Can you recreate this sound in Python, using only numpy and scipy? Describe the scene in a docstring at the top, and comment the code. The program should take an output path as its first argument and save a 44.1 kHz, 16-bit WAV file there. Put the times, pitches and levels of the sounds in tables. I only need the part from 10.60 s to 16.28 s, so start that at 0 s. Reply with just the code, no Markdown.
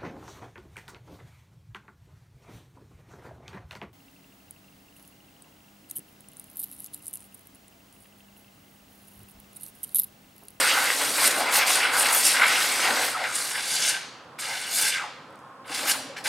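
"""A small solid-fuel rocket motor skips over a pond, heard in stereo with close bank reflections and a tail
from the trees. From the start its jet (crackling noise bands) hisses and its wake (sliding and lumpy noise)
roars and churns over a steady far rumble, with swells of the gas pocket's ring and gulps (pitched noise) and
shock pops (short decaying sines). It chokes after about 3.4 s and relights in short bursts. Faint tones and
ticks (noise snaps) sit in the pause before the late bubbles (soft ringing sines) and the last burns."""
import sys
import numpy as np
from scipy import signal
from scipy.fft import rfft, irfft, next_fast_len
from scipy.io import wavfile
from scipy.ndimage import uniform_filter1d, map_coordinates

SR = 44100
rng = np.random.default_rng(int(sys.argv[2]) if len(sys.argv) > 2 else 0)


def to_wav(sig):
    """Store sig (one row per channel, or 1-D mono) as 16-bit WAV at the path in sys.argv[1].

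    Samples outside -1..1 are clipped; the rate is SR.
    """
    pcm = np.clip(np.atleast_2d(sig), -1, 1) * 32767
    pcm = np.round(pcm).astype(np.int16)
    wavfile.write(sys.argv[1], SR, pcm.T)  # frames by channels


N = 250488

# Source levels are set ahead of the final mix. Spectra of the noise layers give colour only.
# Free jet, one list per burn: time_s, sizzle_db, hiss_over_sizzle_db, fizz_over_sizzle_db
JET_BURNS = [
    [(0.0, -24.5, -5.5, -10.5), (0.05, -25.5, -1.5, -13), (0.14, -30.5, 0.5, -7), (0.25, -29, -3, -8.5),
     (0.55, -30.5, 1, -8.5), (0.59, -26.5, -3.5, -5.5), (0.68, -17, -5, -11), (0.7, -45.5, 0, -12),
     (0.71, -27, 5, -13.5), (0.73, -36, -4.5, -11.5), (0.8, -31, -4, -3.5), (0.83, -35, 2.5, -18.5),
     (0.85, -45.5, 6.5, -11), (0.91, -39, 3, -15), (0.92, -29.5, -2, -2), (0.95, -19.5, -4.5, -8),
     (0.99, -23, 0, -2.5), (1.01, -46, 14, -8), (1.05, -47.5, 1.5, -5.5), (1.07, -25, -1, -9),
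     (1.11, -25, -1, -7.5), (1.13, -26.5, 5.5, -4.5), (1.16, -26.5, 1, -11.5), (1.2, -36.5, 7, -10),
     (1.31, -37, -18.5, -16), (1.33, -27, -9, -19.5), (1.39, -22.5, -3, -9), (1.43, -21, -7.5, -12),
     (1.44, -33, 3, -4), (1.47, -29, 2.5, -12), (1.5, -31, 2.5, -5.5), (1.52, -27.5, -4, -12.5),
     (1.53, -17.5, -12.5, -11.5), (1.55, -24, -8.5, 3), (1.57, -18.5, -12, -12), (1.63, -29, 3.5, -6),
     (1.66, -14, -8, -18), (1.67, -14.5, -5.5, -15), (1.68, -21, -0.5, -6), (1.69, -24, 2.5, -16.5),
     (1.82, -37, 0.5, -7.5), (1.88, -29.5, 0.5, -9.5), (1.92, -35, 7.5, -3.5), (2.01, -29, 0, -7),
     (2.29, -33, 2, -10.5), (2.4, -32.5, 2, -10.5), (2.45, -27.5, -4.5, -8.5), (2.58, -48, 6.5, -14.5),
     (2.73, -37.5, 2, -15), (2.76, -25, -4.5, -21.5), (2.77, -30, -3, -15.5), (2.92, -34, -0.5, -14),
     (2.94, -38.5, 3.5, -10), (3.02, -38, 3.5, -15.5), (3.15, -26, 0, -18.5), (3.19, -31.5, 3.5, -21.5),
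     (3.3, -25.5, 2, -14), (3.34, -48, 4, -18)],
    [(3.788, -45, -2.5, -10), (3.792, -34.5, -3.5, -11.5), (3.836, -39, 1, -16.5), (4.07, -40, -1, -13.5),
     (4.144, -30.5, 3, -5), (4.17, -24, -6.5, -11), (4.192, -25, -3, -8.5), (4.294, -25.5, -1, -13.5),
     (4.328, -50.5, 6, -19), (4.35, -40, 6.5, -24), (4.38, -48.5, 11.5, -13)],
    [(5.055, -61, -12.5, -16), (5.081, -48, -4.5, -18), (5.139, -41, 5.5, -15.5), (5.147, -31, 2.5, -12),
     (5.165, -38.5, 5, -8.5), (5.245, -37.5, 1.5, -9.5), (5.299, -23, -5, -1), (5.317, -23, 3, -16),
     (5.34, -41.5, 2.5, -12)],
    [(5.568, -55, 11.5, -12.5), (5.586, -50, 4, -10.5), (5.61, -61.5, 10, -12)],
    [(5.642, -38.5, 0.5, -10), (5.658, -36, -1.5, -5), (5.68, -30, -0.5, -10.5)],
]
# Exhaust ploughing the water, one list per burn: time_s, roar_db, growl_over_roar_db, roar_centre_hz
WAKE_BURNS = [
    [(0.0, -23, -17.5, 1810), (0.04, -21.5, -6, 1620), (0.06, -25, -13.5, 1560), (0.1, -23, -8, 2050),
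     (0.16, -24.5, -13, 1500), (0.18, -23, -20, 1400), (0.22, -27, -8, 1550), (0.26, -26.5, -9, 2140),
     (0.34, -29, -12.5, 1690), (0.39, -39.5, 0, 1750), (0.41, -25.5, -11, 1700), (0.49, -30.5, -11, 1390),
     (0.53, -36, -13.5, 1720), (0.59, -23, -21, 1700), (0.62, -26.5, -2.5, 1590), (0.64, -21, -18.5, 1900),
     (0.68, -28.5, -20, 1840), (0.87, -27.5, -2, 1700), (0.93, -25, -11.5, 1710), (0.99, -24, -6.5, 1640),
     (1.02, -19.5, -15.5, 2100), (1.07, -29, -2, 1720), (1.1, -24, -2.5, 1850), (1.13, -27.5, -14, 1890),
     (1.19, -24.5, -4, 1670), (1.23, -20.5, -15.5, 1900), (1.4, -26, -6, 1490), (1.45, -25, -10, 1940),
     (1.51, -22.5, -6.5, 1440), (1.59, -33.5, -4.5, 1760), (1.68, -24.5, -19, 2100),
     (1.74, -27.5, -6, 1800), (1.78, -21, -17, 1840), (1.81, -22.5, -10, 1470), (1.82, -20, -16.5, 1450),
     (1.93, -23, -15, 2150), (2.17, -29, -12.5, 1670), (2.22, -23.5, -15.5, 1980), (2.28, -23, -8.5, 1760),
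     (2.34, -27.5, -8, 1480), (2.37, -22.5, -12.5, 1620), (2.4, -26.5, -9.5, 1900),
     (2.52, -36, -12.5, 1790), (2.55, -33, -19.5, 1290), (2.57, -29.5, -11.5, 1500),
     (2.63, -31.5, -14.5, 1900), (2.65, -28.5, -11, 1860), (2.7, -38, -27.5, 1510), (2.76, -35, -17, 1890),
     (2.88, -36, -11, 1930), (2.93, -34.5, -11.5, 1610), (2.97, -36.5, -8, 1673), (2.98, -28.5, -9, 1860),
     (3.02, -36.5, -10, 2100), (3.3, -30.5, -14.5, 2280), (3.355, -28.5, -14.5, 2190),
     (3.38, -35, -9, 2200), (3.45, -46.5, -9.5, 2100)],
    [(3.788, -36, -32, 1790), (3.816, -44, -16, 2110), (3.822, -32.5, -21, 2130), (3.914, -31, -7.5, 2060),
     (3.972, -33, -11.5, 2410), (4.006, -38, -12, 2270), (4.022, -34, -15, 2350), (4.096, -38, -9, 1880),
     (4.132, -37, -7.5, 2260), (4.154, -38.5, -23.5, 2290), (4.19, -31, -12, 2140),
     (4.3, -32.5, -12.5, 2420), (4.316, -34.5, -34.5, 2420), (4.324, -28, -30, 2450), (4.4, -34, -18, 1540),
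     (4.46, -41, -3, 1300)],
    [(5.045, -50, -9.5, 1490), (5.101, -35, -7.5, 1830), (5.193, -33, -18, 1920),
     (5.231, -36.5, -5.5, 1780), (5.305, -24, -12.5, 2000), (5.333, -38.5, -5.5, 1970),
     (5.36, -30.5, -9.5, 1550)],
    [(5.566, -33.5, -13, 2060), (5.584, -37, -19.5, 2120), (5.62, -56.5, 9, 1730)],
    [(5.642, -43.5, -8.5, 2210), (5.656, -26.5, -13.5, 2200), (5.68, -31.5, -5.5, 2190)],
]
# Level of the churning water: time_s, level_db
CHURN_LEVEL = [(0, -31), (.06, -45.5), (.4, -37), (.82, -33), (1.04, -43), (1.15, -38), (1.7, -47),
               (1.9, -40), (2.2, -41), (2.3, -34), (2.49, -40.5), (2.54, -50), (3.3, -56), (3.45, -76.5),
               (3.8, -75.5), (4.24, -54), (4.45, -64), (5.06, -71), (5.2, -37.5), (5.34, -48), (5.4, -45),
               (5.68, -48)]
# Colours of the jet, low to high: pitch_hz, density_db (per Hz)
HISS_COLOUR = [(1500, -15.5), (3000, -5.5), (4700, 2.5), (6300, -3), (8000, -5), (12000, -35.5)]
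SIZZLE_COLOUR = [(4500, -36.5), (6800, -8), (9200, 4.5), (11500, -6.5), (13500, -27)]
FIZZ_COLOUR = [(9500, -20), (11500, 0), (14000, -1.5), (15800, -17.5)]
# Colour of the roar around its moving centre: offset_octaves, density_db (per Hz)
ROAR_COLOUR = [(-2, -79.5), (-0.98, -32), (-0.81, -7), (0.2, -1), (-1, 1.5), (0.42, -5), (0.73, -10.5),
               (1.5, -19), (2, -52.5), (4.5, -90.5)]
# Colours of the growl and the churn: pitch_hz, density_db (per Hz)
GROWL_COLOUR = [(300, -29.5), (480, -0.5), (700, -2), (900, 7), (1150, -8), (2000, -29.5)]
CHURN_COLOUR = [(60, -25), (150, -20), (280, 2), (400, -2), (550, 0.5), (800, -5), (1300, -35), (3000, -61)]
# Rings of the gas pocket in the wake: pitch_hz, level_over_roar_db
POCKET_RINGS = [(1300, -15.5), (2200, -11.5)]
# Colour of the far rumble: pitch_hz, density_db (per Hz)
FAR_COLOUR = [(25, -22.5), (60, 2.5), (135, 9.5), (190, -1.5), (265, -2.5), (370, -4.5), (540, -2),
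              (700, -5), (1080, -2.5), (1300, -3), (1700, -11), (2000, -17.5), (3500, -24.5), (4200, -32),
              (9000, -33.5), (15800, -47)]
# Close reflections off the bank, before drift: delay_ms, signed_gain (ratio)
BANK_REFLECTIONS = [(1.33, .1), (1.46, .13), (1.58, -.22), (2.18, -.09), (2.6, .08)]
# Reflections shifting as the motor travels: time_s, delay_stretch (ratio), strength (ratio)
BANK_DRIFT = [(0, 1.03, .6), (1.3, 1.02, .6), (2.2, 1.06, .6), (2.7, 1.01, .6), (3.1, .995, .9),
              (4, .985, 1.2), (5.68, .985, 1.2)]
# Dull echo off the pond: time_s, delay_ms
POND_DELAY = [(0, 1.57), (2.5, 1.37), (3.5, 1.34), (5.68, 1.6)]
# Decay of the tail among the trees: pitch_hz, t60_s
TREE_DECAY = [(200, 0.28), (1000, 0.7), (2000, 0.8), (3200, 0.92), (5000, 0.74), (6500, 0.6), (9000, 0.38),
              (15000, 0.26)]
# Stereo width of far and scattered sound: pitch_hz, side_over_mid_db (far rumble 1.5 dB narrower)
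DIFFUSE_WIDTH = [(60, -42.5), (250, -22), (1000, -12), (4000, -7.5), (12000, -18.5)]
# Side signal added to the near sound, uneven over pitch, lowered by another 8 dB in use: pitch_hz,
# side_over_mid_db
NEAR_SIDE = [(30, -11.5), (60, -48), (250, -25), (1000, -10), (2500, -13.5), (5000, -9), (8500, -34),
             (12000, -7.5)]
# Balance of the near sound: time_s, left_over_right_db
BALANCE = [(0, 0), (1.6, 0.6), (3.5, 0.3), (5.68, 0.6)]
# Swells of the gas pocket's ring, some as water closes over the nozzle: peak_s, pitch_hz, level_db, length_s,
# sink (octaves per s, negative rises)
RING_SWELLS = [(.11, 2850, -29, 0.18, -2), (.19, 1373, -27.5, 0.071, 0.5), (.28, 2140, -27.5, .1, 4),
               (.8, 800, -27.5, 0.085, -1), (1.02, 2230, -24.5, 0.052, -1.5), (1.1, 2165, -28.5, 0.12, 2.5),
               (1.24, 2250, -29, 0.087, 0), (1.355, 1490, -28.5, .06, 0), (1.84, 1300, -26, .08, 0),
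               (2.555, 1258, -26.5, 0.054, 3), (2.615, 773, -31.5, 0.19, 4), (2.6, 1976, -32.5, 0.086, -2),
               (2.645, 1910, -26.5, .05, 2.5), (2.67, 1496, -30, .11, 5.5), (2.955, 1653, -35, .13, 0),
               (4.33, 2300, -34.5, .12, 1), (4.41, 2150, -38, 0.073, 0.5), (4.395, 1498, -32.5, .16, 5),
               (4.43, 1080, -33.5, .11, 8.5), (5.39, 768, -42, .14, 9)]
# Single shocks: start_s, level_db (before a 4 dB lift and bass thinning), pitch_hz
POP_HITS = [(0.3032, -1, 1780), (0.415, -17, 1900), (0.6415, -5, 1515), (0.9293, -11.5, 1820),
            (0.9532, -6, 1860), (1.0806, -5.5, 2720), (1.3667, -3, 1460), (1.7239, -4.5, 3160),
            (2.0463, -10.5, 1127), (2.195, -8.5, 1430), (2.2438, -14, 1995), (2.2762, -0.5, 1970),
            (2.4374, -10, 1871), (2.762, -16, 2360), (3.2498, -4, 2505), (3.4486, -22, 2660),
            (4.0777, -18, 2170), (4.111, -27.5, 1540), (4.383, -10.5, 2070)]
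# Faint background tones: peak_s, pitch_hz, level_db, length_s, sink (octaves per s)
TONE_SWELLS = [(4.89, 1083, -51, .24, 0), (5, 1065, -50, .16, 0), (4.66, 265, -56, .14, 0),
               (5.41, 263, -48, .32, 0)]
# Faint near ticks: start_s, level_db (before a 1 dB cut and colouring)
TICK_HITS = [(4.7061, -50), (4.7265, -53.5), (4.757, -41.5), (4.7914, -45.5), (4.803, -55)]
# Filter colouring the ticks: pitch_hz, gain_db
TICK_COLOUR = [(3000, -20), (5000, 1.5), (9000, 8.5), (15800, -6.5)]
# Large late bubbles: start_s, level_db (before bass thinning), pitch_hz, rise_s
BUBBLES = [(5.097, -33, 300, .006), (5.103, -36, 490, .006), (5.2, -33, 270, .007), (5.245, -34, 480, .007),
           (5.495, -30, 545, .008), (5.603, -39, 800, .009)]

LIGHT_S, CHOKE_S = .014, 0.031  # a burn rises from and falls to silence
LUMPS_DB, LUMPS_PER_S = 1.2, 14  # random swells of roar, growl and churn
WANDER_HZ, POCKET_ENDS_S = 199.8, 2.5
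FAR_DB = -45
POND_GAIN, POND_DULL_HZ = 0.13, 3300
TOP_HZ = 15800


def amp(db):
    """Decibels to gain."""
    return 10 ** (np.asarray(db) / 20)


def unit(x):
    """Scale to rms 1."""
    return x / np.sqrt(np.mean(x ** 2) + 1e-20)


def along(points, hz):
    """Read (Hz, value) points on a log frequency axis."""
    point_hz, values = np.transpose(points)
    return np.interp(np.log(hz + 1), np.log(point_hz + 1), values)


def curve(rows):
    """Draw (s, value) rows as one value per sample."""
    return np.interp(np.arange(N) / SR, *np.transpose(rows))


def column(burns, index):
    """Draw one level column of all burns in dB, with silence between burns."""
    curves = []
    for burn in burns:
        # columns after the first level are given relative to it
        levels = [(row[0], row[1] + (row[index] if index > 1 else 0)) for row in burn]
        lit = (burn[0][0] - LIGHT_S, -110)
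        choked = (burn[-1][0] + CHOKE_S, -110)
        curves.append(curve([lit] + levels + [choked]))
    return np.max(curves, axis=0)


def wobble(rate):
    """A smooth random curve with rate knots a second."""
    knots = rng.standard_normal(int(N * rate / SR) + 4)
    return map_coordinates(knots, [np.arange(N) * rate / SR])


def filtered(x, response):
    """Shape x by a response given as a function of frequency."""
    size = next_fast_len(N + SR // 2)
    spectrum = rfft(x, size) * response(np.fft.rfftfreq(size, 1 / SR))
    return irfft(spectrum, size)[..., :N]


def shocks():
    """White noise and a heavy-tailed size for each sample: the crackle of small shock fronts."""
    noise = rng.standard_normal(N)
    size = np.minimum(rng.exponential(size=N), 4)
    return noise, size


def turbulence(spectrum, flow, patchy_db, flutter_db, spiky_db, fast_hz, centre_hz=None):
    """Flow noise at rms 1 with crackle, fast flutter and random patches; its colour may ride a moving centre."""
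    noise, size = flow
    drive = noise * amp(spiky_db * size + flutter_db * wobble(fast_hz))
    hz, t, z = signal.stft(drive, SR, nperseg=512)
    patches = uniform_filter1d(rng.standard_normal(z.shape), 6, 0)
    patches = uniform_filter1d(patches, 8, 1)
    z = z * amp(patchy_db * unit(patches))
    if centre_hz is None:
        patchy = signal.istft(z, nperseg=512)[1][:N]
        return unit(filtered(patchy, lambda f: amp(along(spectrum, f))))
    centre = centre_hz[np.minimum(t * SR, N - 1).astype(int)]
    octaves = np.log2((hz[:, None] + 1) / centre)
    gain = amp(np.interp(octaves, *np.transpose(spectrum)))
    gain = gain / np.linalg.norm(gain, axis=0)  # even power as the centre slides
    return unit(signal.istft(z * gain, nperseg=512)[1][:N])


def glides(tracks, width_hz, steady):
    """A band of noise, part steady tone, around each moving pitch."""
    out = np.zeros(N)
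    for hz, db in tracks:
        turn = np.exp(2j * np.pi * np.cumsum(hz) / SR)
        slow = steady + wobble(width_hz) + 1j * wobble(width_hz)
        out += amp(db) * unit((slow * turn).real)
    return out


def swells(rows):
    """Pitch and level of each row: a rounded swell, 20 dB down at its ends, on a gliding pitch."""
    t = np.arange(N) / SR
    tracks = []
    for peak_s, hz, db, length, sink in rows:
        pitch_hz = hz * 2 ** (-sink * np.clip(t - peak_s, -length, length))
        level_db = db - 20 * (2 * (t - peak_s) / length) ** 2
        tracks.append((pitch_hz, level_db))
    return tracks


def radiated(x):
    """So small a burst radiates little bass: a gentle low cut at 300 Hz."""
    return filtered(x, lambda hz: 1j * hz / (1j * hz + 300))


def jet(flow):
    """The free exhaust: mid hiss, a bright sizzle of small shocks and their thin top."""
    hiss = turbulence(HISS_COLOUR, flow, patchy_db=2.2, flutter_db=1.5, spiky_db=2.5, fast_hz=143.0)
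    sizzle = turbulence(SIZZLE_COLOUR, flow, patchy_db=3.0, flutter_db=2.5, spiky_db=-2.0, fast_hz=260.6)
    fizz = turbulence(FIZZ_COLOUR, flow, patchy_db=1.2, flutter_db=2.5, spiky_db=2.5, fast_hz=238)
    out = amp(column(JET_BURNS, index=1)) * sizzle
    out += amp(column(JET_BURNS, index=2)) * hiss
    return out + amp(column(JET_BURNS, index=3)) * fizz


def wake(flow):
    """Exhaust driven into the water: a rough roar that slides up and down, a growl and lumpy churning."""
    centre_hz = curve([(row[0], row[-1]) for burn in WAKE_BURNS for row in burn])
    roar = turbulence(ROAR_COLOUR, flow, patchy_db=2.0, flutter_db=2.0, spiky_db=2.5, fast_hz=140.3,
                      centre_hz=centre_hz)
    growl = turbulence(GROWL_COLOUR, flow, patchy_db=1.2, flutter_db=1.5, spiky_db=3.5, fast_hz=110)
    churn = turbulence(CHURN_COLOUR, flow, patchy_db=1.0, flutter_db=2.0, spiky_db=3.0, fast_hz=41.05)
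    levels_db = [column(WAKE_BURNS, index=1), column(WAKE_BURNS, index=2), curve(CHURN_LEVEL)]
    out = np.zeros(N)
    for db, layer in zip(levels_db, [roar, growl, churn]):
        out += amp(db + LUMPS_DB * wobble(LUMPS_PER_S)) * layer
    return out


def gas_pocket():
    """The gas pocket in the wake rings at wandering pitches while the motor runs, up to POCKET_ENDS_S."""
    ended_db = np.where(np.arange(N) / SR < POCKET_ENDS_S, 0, -120)
    open_db = ended_db + column(WAKE_BURNS, index=1)
    rings = [(hz + WANDER_HZ * wobble(12), open_db + db + 3 * wobble(14.67)) for hz, db in POCKET_RINGS]
    return glides(rings, width_hz=350, steady=0)


def distance():
    """Steady dull rumble from far away, a little to the right."""
    mid = turbulence(FAR_COLOUR, shocks(), patchy_db=.5, flutter_db=.5, spiky_db=0, fast_hz=6)
    other = turbulence(FAR_COLOUR, shocks(), patchy_db=.5, flutter_db=.5, spiky_db=0, fast_hz=6)
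    side = filtered(other, lambda f: amp(along(DIFFUSE_WIDTH, f) - 1.5))
    return amp(FAR_DB) * np.array([mid + side, mid - side]) * amp([[-.6], [.6]])


def delayed(x, ms):
    """Sound arriving late by a fixed or moving delay."""
    return map_coordinates(x, [np.arange(N) - ms / 1000 * SR])


def bank(x):
    """Direct sound plus the dull pond echo and the close bank reflections at their drifting delays."""
    stretch = curve([(row[0], row[1]) for row in BANK_DRIFT])
    strength = curve([(row[0], row[2]) for row in BANK_DRIFT])
    dull = filtered(x, lambda hz: 1 / (1 + (hz / POND_DULL_HZ) ** 4))
    echoes = POND_GAIN * delayed(dull, curve(POND_DELAY))
    for ms, gain in BANK_REFLECTIONS:
        echoes += gain * delayed(x, ms * stretch)
    return x + strength * echoes


def trees(x):
    """Scattered tail: fresh noise carries the lingering power of each band, decaying at that band's t60."""
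    hz, t, z = signal.stft(np.pad(x, (700, 0))[:N], SR, nperseg=256)  # tail starts 700 samples late
    keep = amp(-120 * t[1] / along(TREE_DECAY, hz))  # power kept per frame: 60 dB lost in t60
    power = np.array([signal.lfilter([1 - k], [1, -k], p) for k, p in zip(keep, np.abs(z) ** 2)])
    power = np.abs(uniform_filter1d(power, size=3, axis=0))
    fresh = signal.stft(rng.standard_normal((2, N)), nperseg=256)[2]
    uneven = uniform_filter1d(rng.standard_normal(z.shape), size=60, axis=1)  # bands swell and drop out
    fresh = fresh / np.sqrt(np.mean(np.abs(fresh) ** 2)) * amp(1.8 * unit(uneven))
    mid, other = signal.istft(fresh * np.sqrt(power), nperseg=256)[1][:, :N]
    side = filtered(other, lambda f: amp(along(DIFFUSE_WIDTH, f)))
    return np.array([mid + side, mid - side])


def pocket_swells():
    """The gas pocket's ring swells and fades, its pitch sinking, holding or rising; some swells come as water
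    closes over the nozzle."""
    return glides(swells(RING_SWELLS), width_hz=440, steady=.2)


def pops():
    """Each shock is a brief push of pressure: a sine at full swing in 2/3 cycle and 60 dB down in six."""
    out, t = np.zeros(N + SR), np.arange(SR // 10) / SR
    for s, db, hz in POP_HITS:
        attack = np.minimum(t * hz * 1.5, 1)
        decay = amp(-60 * t * hz / 6)
        out[round(s * SR):][:len(t)] += amp(db + 4) * np.sin(2 * np.pi * hz * t) * decay * attack
    return radiated(out[:N])


def tones():
    """Faint background tones: nearly steady pitches that swell and fade."""
    return glides(swells(TONE_SWELLS), width_hz=45, steady=.8)


def ticks():
    """Each tick is a bright snap of noise, 60 dB down in 4 ms."""
    out, t = np.zeros(N + SR), np.arange(SR // 10) / SR
    for s, db in TICK_HITS:
        out[round(s * SR):][:len(t)] += amp(db - 1.0) * rng.standard_normal(len(t)) * amp(-60 * t / .004)
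    return filtered(out[:N], lambda hz: amp(along(TICK_COLOUR, hz)))


def bubbles():
    """Each large bubble is a soft ring that rises smoothly and dies away."""
    out, t = np.zeros(N + SR), np.arange(SR // 10) / SR
    for s, db, hz, rise in BUBBLES:
        swell = t / rise * np.exp(1 - t / rise)
        out[round(s * SR):][:len(t)] += amp(db) * swell * np.sin(2 * np.pi * hz * t)
    return radiated(out[:N])


def near_stereo(near):
    """Pan the near sound and add a side signal whose random phase drifts along frequency."""
    def spread(f):
        phase = np.cumsum(rng.normal(0, 0.12, len(f)))
        return amp(along(NEAR_SIDE, f) - 8) * np.exp(1j * phase)

    side = filtered(near, spread)
    pan_db = curve(BALANCE) / 2
    return near * amp([pan_db, -pan_db]) + np.array([side, -side])


def scene():
    """Mix the motor with its close reflections, its tail and the background."""
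    flow = shocks()  # one flow drives every band, so each shock is broad
    motor = jet(flow) + wake(flow) + gas_pocket() + pocket_swells() + pops() + ticks() + bubbles()
    direct = near_stereo(bank(motor))
    return amp(-3.5) * direct + amp(-12.0) * trees(motor) + distance() + tones()


def record(dry):
    """A dull echo off the ground, the microphone's bass cut and the band limit."""
    def ground(hz):
        echo = np.exp(-2j * np.pi * hz * 0.003843)  # 3.843 ms late
        return 1 + 0.22 * echo / (1 + (hz / 1300) ** 2)

    def bass_cut(hz):
        return (1j * hz / (1j * hz + 110)) ** 4

    return filtered(dry, lambda hz: ground(hz) * bass_cut(hz) * (hz < TOP_HZ))


dry = scene()
out = record(dry)
to_wav(out)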